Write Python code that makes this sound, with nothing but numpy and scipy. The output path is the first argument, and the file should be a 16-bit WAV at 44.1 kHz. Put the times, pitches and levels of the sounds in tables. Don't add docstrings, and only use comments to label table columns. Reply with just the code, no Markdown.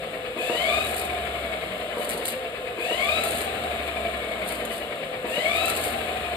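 import sys
import numpy as np
from scipy import signal
from scipy.fft import rfft, irfft
from scipy.io import wavfile

SR = 44100
rng = np.random.default_rng(int(sys.argv[2]) if len(sys.argv) > 2 else 0)


def to_wav(s):
    ch = np.atleast_2d(s).T
    pcm = np.round(np.clip(ch, -1, 1) * 32767)
    wavfile.write(sys.argv[1], SR, pcm.astype(np.int16))


N = 280476
TIME = np.arange(N) / SR
BIN_HZ = np.fft.rfftfreq(N, 1 / SR)


# start_s, length_s, push_turns_per_s2, skew (under 1 peaks early)
PULLS = [(0.34, 0.66, 16.545, 0.808), (2.76, 0.7426, 17.733, 0.585), (5.23, 0.714, 17.19, 0.605)]

def flywheel(first_speed=9.099, drag_per_s=0.2329):
    push = 0
    for start_s, length_s, peak, skew in PULLS:
        progress = np.clip((TIME - start_s) / length_s, 0, 1)
        push = push + peak * np.sin(np.pi * progress ** skew) ** 2
    coast = np.exp(-drag_per_s * TIME)
    return coast * (first_speed + np.cumsum(push / coast) / SR)


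def belt_tension(slack_db=-42, taut_db=-32, swell_db=4):
    whine_db = slack_db
    for start_s, length_s, _, _ in PULLS:
        t = TIME - start_s
        taut = plateau(t, attack_s=0.094, hold_s=0.32, release_s=0.21)
        whine_db = whine_db + taut * (taut_db + swell_db * t / length_s - slack_db)
    return whine_db


# tooth_rate_multiple, full_load_db, no_load_db
WHINE_PARTIALS = [(1, -1.5, -19), (2, 0, -7), (3, 1.5, -11), (4, -3.5, -31)]
# frequency_hz, gain_db
COVER_RESPONSE = [(800, -10), (1050, -11.5), (1170, -2), (1270, -3), (1380, 0), (1500, -3), (1720, -9),
                  (1950, -3), (2200, 5), (2450, 6), (2750, -2.5), (2970, 3), (3280, -1.5), (3500, -4),
                  (3700, -4.5), (3900, 0.5), (4350, -11.5), (5000, -21)]

def belt_whine(turns, load, whine_db, teeth_per_turn=101, flutter_db=1.5):
    mesh = teeth_per_turn * turns + 0.068 * wander(39)
    fuzz = amp(-3.5 - 0.5 * load)
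    whine = 0
    for k, full_load_db, no_load_db in WHINE_PARTIALS:
        tone = np.sin(2 * np.pi * k * mesh) + fuzz * noise_band(k * mesh, width_hz=155)
        flutter = amp(flutter_db * wander(35))
        level = amp(no_load_db + (full_load_db - no_load_db) * np.sqrt(load))
        whine = whine + level * flutter * tone
    return shaped(whine, COVER_RESPONSE) * amp(whine_db) * throb(turns + 0.035, depth_db=7 * (1 - load))


# frequency_hz, relative_db
RUB_SPECTRUM = [(60, -60), (500, -13), (900, -9), (1250, -1), (1700, -4.5), (2300, 1), (3000, -1),
                (3900, -4.5), (4700, -20), (5600, -27.5), (8000, -104), (15000, -70)]
# frequency_hz, relative_db
RASP_SPECTRUM = [(60, -56), (600, -50), (1300, -11.5), (1800, -14), (2500, 0.5), (3900, -8.5),
                 (4700, -12.5), (5600, -27), (7500, -20.5), (15000, -72)]
# frequency_hz, relative_db
SCUFF_SPECTRUM = [(60, -54), (600, 6.5), (1300, 0.5), (1800, 4), (2300, 12), (2800, 4), (3800, -3),
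                  (4700, -8), (9000, -82)]
# centre_hz, width_hz, gain_db
COVER_RESONANCES = [(1058, 33, 6), (1160, 11, 3.5), (1722, 30, 9), (2230, 76, 3.5), (2434, 33, 4.5),
                    (2450, 27, -2), (2495, 20, -1), (2960, 50, 2.5), (3236, 95, -3.5), (3500, 150, 3),
                    (3580, 60, -2.5), (3900, 30, -3.5)]

def belt(turns, speed_db, load, whine_db):
    whine = belt_whine(turns, load, whine_db)
    rub = amp(-34.5 + 1.6 * speed_db) * noise(RUB_SPECTRUM)
    rasp = amp(-30) * load ** 2.06 * noise(RASP_SPECTRUM)
    contact = np.exp(2.24 * (np.cos(2 * np.pi * (turns + 0.059)) - 1))
    scuff = amp(-31.5 + 0.31 * speed_db) * contact * noise(SCUFF_SPECTRUM)
    return resonant(whine + rub + rasp + scuff, COVER_RESONANCES)


# frequency_hz, relative_db
AIR_SPECTRUM = [(25, -49), (42, -31), (58, -12.5), (85, -20), (112, -14), (138, -27), (165, -15.5),
                (250, -13.5), (330, -12.5), (420, -12.5), (560, -8), (700, -7.5), (790, -7), (870, -18),
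                (1500, -61.5)]
# turn_rate_multiple, width_hz, base_db, full_load_gain_db
ROAR_BANDS = [(30, 35, -57, -3), (52.2, 87, -47, -1), (59.7, 52, -40.3, 2), (60, 16, -49, 1)]
# frequency_hz, relative_db
SURGE_SPECTRUM = [(150, -55), (228, -16), (290, -32), (540, -30), (615, -0.5), (675, 0), (750, -2),
                  (800, -5), (870, -27), (1400, -69)]
# centre_hz, width_hz, gain_db
HOUSING_RESONANCES = [(120, 14, 6), (162, 12, 8), (179, 14, -9), (240, 35, 0), (253, 7.2, -3), (346, 12, 2),
                      (371, 14, -6), (389, 31, 5.5), (428, 7.8, 2.5), (472, 37, 5), (512, 15.7, 3.5),
                      (549, 13, -4), (584, 26, 4.5), (632, 21, 0), (668, 18, 7.5), (694, 9, -2.5),
                      (722.7, 15.4, 3)]

def fan(turns, speed_db, load):
    air = amp(-36 + 1.4 * speed_db) * noise(AIR_SPECTRUM)
    roar = sum(amp(base_db + load_db * load ** 2 + 1.4 * speed_db) * noise_band(k * turns, width_hz)
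               for k, width_hz, base_db, load_db in ROAR_BANDS)
    surge = amp(-31.3) * load ** 2.4 * noise(SURGE_SPECTRUM)
    return resonant((air + roar + surge) * throb(turns - 0.03, depth_db=1.0), HOUSING_RESONANCES)


def throb(turns, depth_db):
    return amp(depth_db * np.cos(2 * np.pi * turns))


# start_s, level_db, clatter_s (a short one is a clean thud)
BLOWS = [(0.363, -19, 0.035), (0.4985, -10.5, 0.0006), (0.507, -20, 0.001), (0.551, -15.5, 0.007),
         (1.97, -13, 0.0025), (1.996, -16.5, 0.0013), (2.147, -17, 0.039), (2.779, -18.5, 0.002),
         (2.788, -17, 0.0041), (2.912, -13.5, 0.001), (2.921, -18, 0.005), (5.244, -17.5, 0.038),
         (5.38, -16, 0.004)]
# pitch_hz, relative_db, t60_s
FRAME_MODES = [(254, -24, 0.18), (358, -11.5, 0.11), (486, -2.5, 0.1), (624, 1, 0.014), (940, -8.5, 0.043),
               (1060, -13.5, 0.012)]

def knocks(contact_db=24.5, low_cut_hz=261):
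    out, t = np.zeros(N), np.arange(SR // 4) / SR
    ring = sum(amp(db - 60 * t / t60_s) * np.sin(2 * np.pi * hz * t) for hz, db, t60_s in FRAME_MODES)
    for start_s, level_db, clatter_s in BLOWS:
        clatter = rng.standard_normal(len(t)) * np.exp(-t / clatter_s)
        blow = amp(contact_db) * (t == 0) + clatter
        body = signal.fftconvolve(blow, ring)[:len(t)]
        add(out, start_s, amp(level_db) * body / abs(body).max())
    return signal.sosfilt(signal.butter(2, low_cut_hz, "highpass", fs=SR, output="sos"), out)


# frequency_hz, relative_db
CABLE_SPECTRUM = [(100, -75), (2000, 8), (4500, 0), (5800, -13), (7200, 3.5), (9200, 7.5), (10500, 3),
                  (12800, 2.5), (14000, -19), (15700, -26)]

def cable_hiss(speed_db, slips_per_s=900):
    drawn = sum(plateau(TIME - start_s - 0.005, attack_s=0.069, hold_s=0.56, release_s=0.11)
                for start_s, *_ in PULLS)
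    idle_level = amp(-48 + 1.77 * speed_db)
    draw_level = amp(-42 + 0.36 * speed_db) * drawn
    slips = impulses(slips_per_s) * amp(5.1 * np.minimum(rng.exponential(1, N), 2))
    hiss = colour(rng.standard_normal(N) + 0.53 * unit(slips), CABLE_SPECTRUM)
    return np.hypot(idle_level, draw_level) * hiss


# start_s, level_db
TICK_EVENTS = [(0.848, -28), (0.8684, -28), (0.9443, -27), (0.9655, -24), (0.9975, -25), (1.052, -27),
               (2.0502, -30), (2.0922, -22), (2.108, -23), (2.2545, -20), (2.2675, -26), (2.2809, -19.5),
               (3.0455, -32), (3.2378, -21), (3.3087, -21.5), (3.385, -24), (3.8768, -35), (4.4773, -32),
               (4.4875, -26), (4.6523, -23.5), (5.5588, -28), (5.6565, -22), (5.7, -21), (5.7642, -21),
               (5.8418, -23)]

def cable_ticks(pitch_hz=9470, decay_s=0.0014):
    out, t = np.zeros(N), np.arange(4096) / SR
    click = np.exp(-t / decay_s) * np.sin(2 * np.pi * pitch_hz * t)
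    chatter_fade = 0.62 * np.exp(-t / 0.0013) + 0.27 * np.exp(-t / 0.007)
    for start_s, level_db in TICK_EVENTS:
        chatter = chatter_fade * noise(CABLE_SPECTRUM, len(t))
        add(out, start_s, amp(level_db) * (click + chatter))
    return out


# peak_s, level_db, rise_s, decay_s
RATTLE_BURSTS = [(0.885, -35.5, 0.032, 0.052), (0.975, -33, 0.017, 0.064), (2.02, -36.5, 0.044, 0.13),
                 (2.097, -35.5, 0.0093, 0.11), (2.291, -28.5, 0.041, 0.032), (3.243, -30.5, 0.0071, 0.1),
                 (3.41, -33.5, 0.062, 0.038), (4.53, -35.5, 0.07, 0.057), (4.76, -37, 0.066, 0.036),
                 (5.565, -36.5, 0.012, 0.042), (5.69, -33.5, 0.047, 0.081), (5.775, -32, 0.014, 0.15),
                 (5.87, -33.5, 0.048, 0.02)]
# frequency_hz, relative_db
RATTLE_SPECTRUM = [(100, -71), (2000, 3.5), (4500, 7), (5800, -10.5), (7200, -3.5), (8800, 6), (10500, 6.5),
                   (12800, 0), (14000, -13), (15700, -12)]

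def cable_rattles(contacts_per_s=330, ring_s=0.0008, chatter_db=2):
    power = 0
    for peak_s, level_db, rise_s, decay_s in RATTLE_BURSTS:
        t = TIME - peak_s
        burst = np.exp(-np.where(t < 0, (t / rise_s) ** 2, t / decay_s))
        power = power + (amp(level_db) * burst) ** 2
    contacts = signal.lfilter([1], [1, -np.exp(-1 / (ring_s * SR))], abs(impulses(contacts_per_s)))
    chatter = amp(chatter_db) * unit(contacts * rng.standard_normal(N))
    return np.sqrt(power) * colour(rng.standard_normal(N) + chatter, RATTLE_SPECTRUM)


# fastest_s, half_length_s, level_db
SEAT_SLIDES = [(2.104, 0.21, -35), (4.567, 0.37, -34.5)]
# frequency_hz, relative_db
RAIL_SPECTRUM = [(30, -55), (80, -33), (160, -47), (220, -5.5), (400, -9.5), (650, 0), (850, -8),
                 (1500, -12.5), (4000, -21), (7000, -75)]

def seat():
    level = sum(amp(level_db) * np.exp(-((TIME - fastest_s) / half_length_s) ** 2)
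                for fastest_s, half_length_s, level_db in SEAT_SLIDES)
    return level * noise(RAIL_SPECTRUM)


# pitch_hz, relative_db
HUM_LEVELS = [(48, -55), (55, -55), (60, -44.5), (64, -45), (69, -36), (73, -37), (77, -40.5), (82, -40)]
# pitch_hz, level_db
THIRD_LEVELS = [(150, -58), (172, -57), (190, -46), (210, -51.5), (235, -48.5)]

def blade_hum(speed, turns, blades=6, build_up_s=0.051):
    phase = 2 * np.pi * blades * turns
    blade_hz = blades * np.interp(TIME - build_up_s, TIME, speed)
    first = amp(across(HUM_LEVELS, blade_hz) - 3) * (1 + 0.076 * wander(4.2))
    third = amp(across(THIRD_LEVELS, 3 * blade_hz)) * (1 + 0.6 * wander(7.3))
    return first * np.sin(phase) + third * np.sin(3 * phase)


def housing_drone(speed, resonance_hz=513, roar_multiple=59, reach_hz=48, waver_hz=3):
    detune_hz = roar_multiple * speed - resonance_hz
    pitch_hz = resonance_hz + 0.3 * detune_hz + waver_hz * wander(10)
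    cycles = np.cumsum(pitch_hz) / SR
    level = amp(-37.5) * np.exp(-(detune_hz / reach_hz) ** 2)
    breath = amp(-12) * noise_band(cycles, width_hz=28)
    return level * unit(np.sin(2 * np.pi * cycles) + breath)


# frequency_hz, t60_s
GYM_DECAY = [(150, 0.26), (600, 0.18), (2500, 0.67), (9000, 0.27), (16000, 0.11)]

def room(x, wet_db, early_samples):
    reflections = impulses(per_s=3000, shape=(2, SR // 2))
    hz, t, spectra = signal.stft(reflections, SR, nperseg=256)
    decay = amp(-60 * t / across(GYM_DECAY, hz)[:, None])
    paths = signal.istft(spectra * decay, SR, nperseg=256)[1]
    paths *= amp(wet_db) / np.linalg.norm(paths, axis=1, keepdims=True)
    paths[0, 0] += 1
    early = irfft(np.exp(2j * np.pi * rng.random(early_samples // 2 + 1)))
    paths[1, :early_samples] += early
    return signal.fftconvolve(x[None], paths, axes=1)[:, :N] / np.hypot(1, amp(wet_db))


def amp(db):
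    return 10 ** (np.asarray(db) / 20)


def unit(x):
    return x / np.sqrt(np.mean(x ** 2) + 1e-20)


def across(points, hz):
    point_hz, value = np.transpose(points)
    return np.interp(np.log(hz + 1), np.log(point_hz + 1), value)


def shaped(x, spectrum):
    return irfft(rfft(x) * amp(across(spectrum, np.fft.rfftfreq(len(x), 1 / SR))), len(x))


def colour(x, spectrum):
    return unit(shaped(x, spectrum))


def resonant(x, peaks):
    gain_db = sum(db / (1 + (2 * (BIN_HZ - hz) / width_hz) ** 2) for hz, width_hz, db in peaks)
    return irfft(rfft(x) * amp(gain_db), N)


def noise(spectrum, samples=N):
    return colour(rng.standard_normal(samples), spectrum)


def impulses(per_s, shape=N):
    return rng.standard_normal(shape) * (rng.random(shape) < per_s / SR)


def wander(hz, bins=4096):
    real, imag = rng.standard_normal((2, bins))
    return unit(irfft((real + 1j * imag) * np.exp(-0.5 * (BIN_HZ[:bins] / hz) ** 2), N))


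def noise_band(cycles, width_hz):
    phase = 2 * np.pi * cycles
    return wander(width_hz / 2) * np.cos(phase) + wander(width_hz / 2) * np.sin(phase)


def plateau(t, attack_s, hold_s, release_s):
    ramp = np.minimum(t / attack_s, (attack_s + hold_s + release_s - t) / release_s)
    return np.sin(np.pi / 2 * np.clip(ramp, 0, 1)) ** 2


def add(mix, start_s, sound):
    part = mix[round(start_s * SR):][:len(sound)]
    part += sound[:len(part)]


# frequency_hz, likeness (0-1), left_lead_rad, left_minus_right_db
MIC_PORTS = [(100, 0.99, -0.04, 0.6), (400, 0.95, 0.54, 0.2), (700, 0.92, 1.42, 0.1),
             (830, 0.4, -2.07, 6.0), (1050, 0.22, 2.79, 1.2), (1800, 0.19, 2.08, 6.0),
             (2400, 0.67, 0.84, 10.6), (3200, 0.7, 1.17, 14.4), (4300, 0.63, 0.3, 11.7),
             (5400, 0.42, -0.36, 3.9), (6500, 0.67, 0.16, 1.2), (9000, 0.88, 0.19, 0.0),
             (13000, 0.79, 0.24, 0.0)]

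def scene():
    speed, whine_db = flywheel(), belt_tension()
    turns = 0.62 + np.cumsum(speed) / SR
    speed_db = 20 * np.log10(speed / speed.mean())
    load = amp(whine_db - whine_db.max())
    machine = fan(turns, speed_db, load) + belt(turns, speed_db, load, whine_db) + seat() + knocks()
    machine_paths = room(machine, wet_db=-11.5, early_samples=2048)
    cable = cable_hiss(speed_db) + cable_ticks() + cable_rattles()
    left, reflected = machine_paths + room(cable, wet_db=-10, early_samples=512)
    left = left + blade_hum(speed, turns) + housing_drone(speed)
    likeness = across(np.array(MIC_PORTS)[:, :2], BIN_HZ)
    right = irfft(likeness * rfft(left) + np.sqrt(1 - likeness ** 2) * rfft(reflected), N)
    return np.array([left, right])


def record(dry, right_early_samples=11, top_hz=15800):
    port_hz, _, lead_rad, shade_db = np.transpose(MIC_PORTS)
    left_lead = across(np.c_[port_hz, np.unwrap(lead_rad)], BIN_HZ)
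    phase = left_lead - 2 * np.pi * BIN_HZ * right_early_samples / SR
    shade = amp(-across(np.c_[port_hz, shade_db], BIN_HZ))
    right = irfft(rfft(dry[1]) * shade * np.exp(-1j * phase), N)
    lowpass = signal.firwin(511, top_hz, window=("kaiser", 9), fs=SR)
    return signal.oaconvolve(np.array([dry[0], right]), lowpass[None], "same")


dry = scene()
out = record(dry)
to_wav(out)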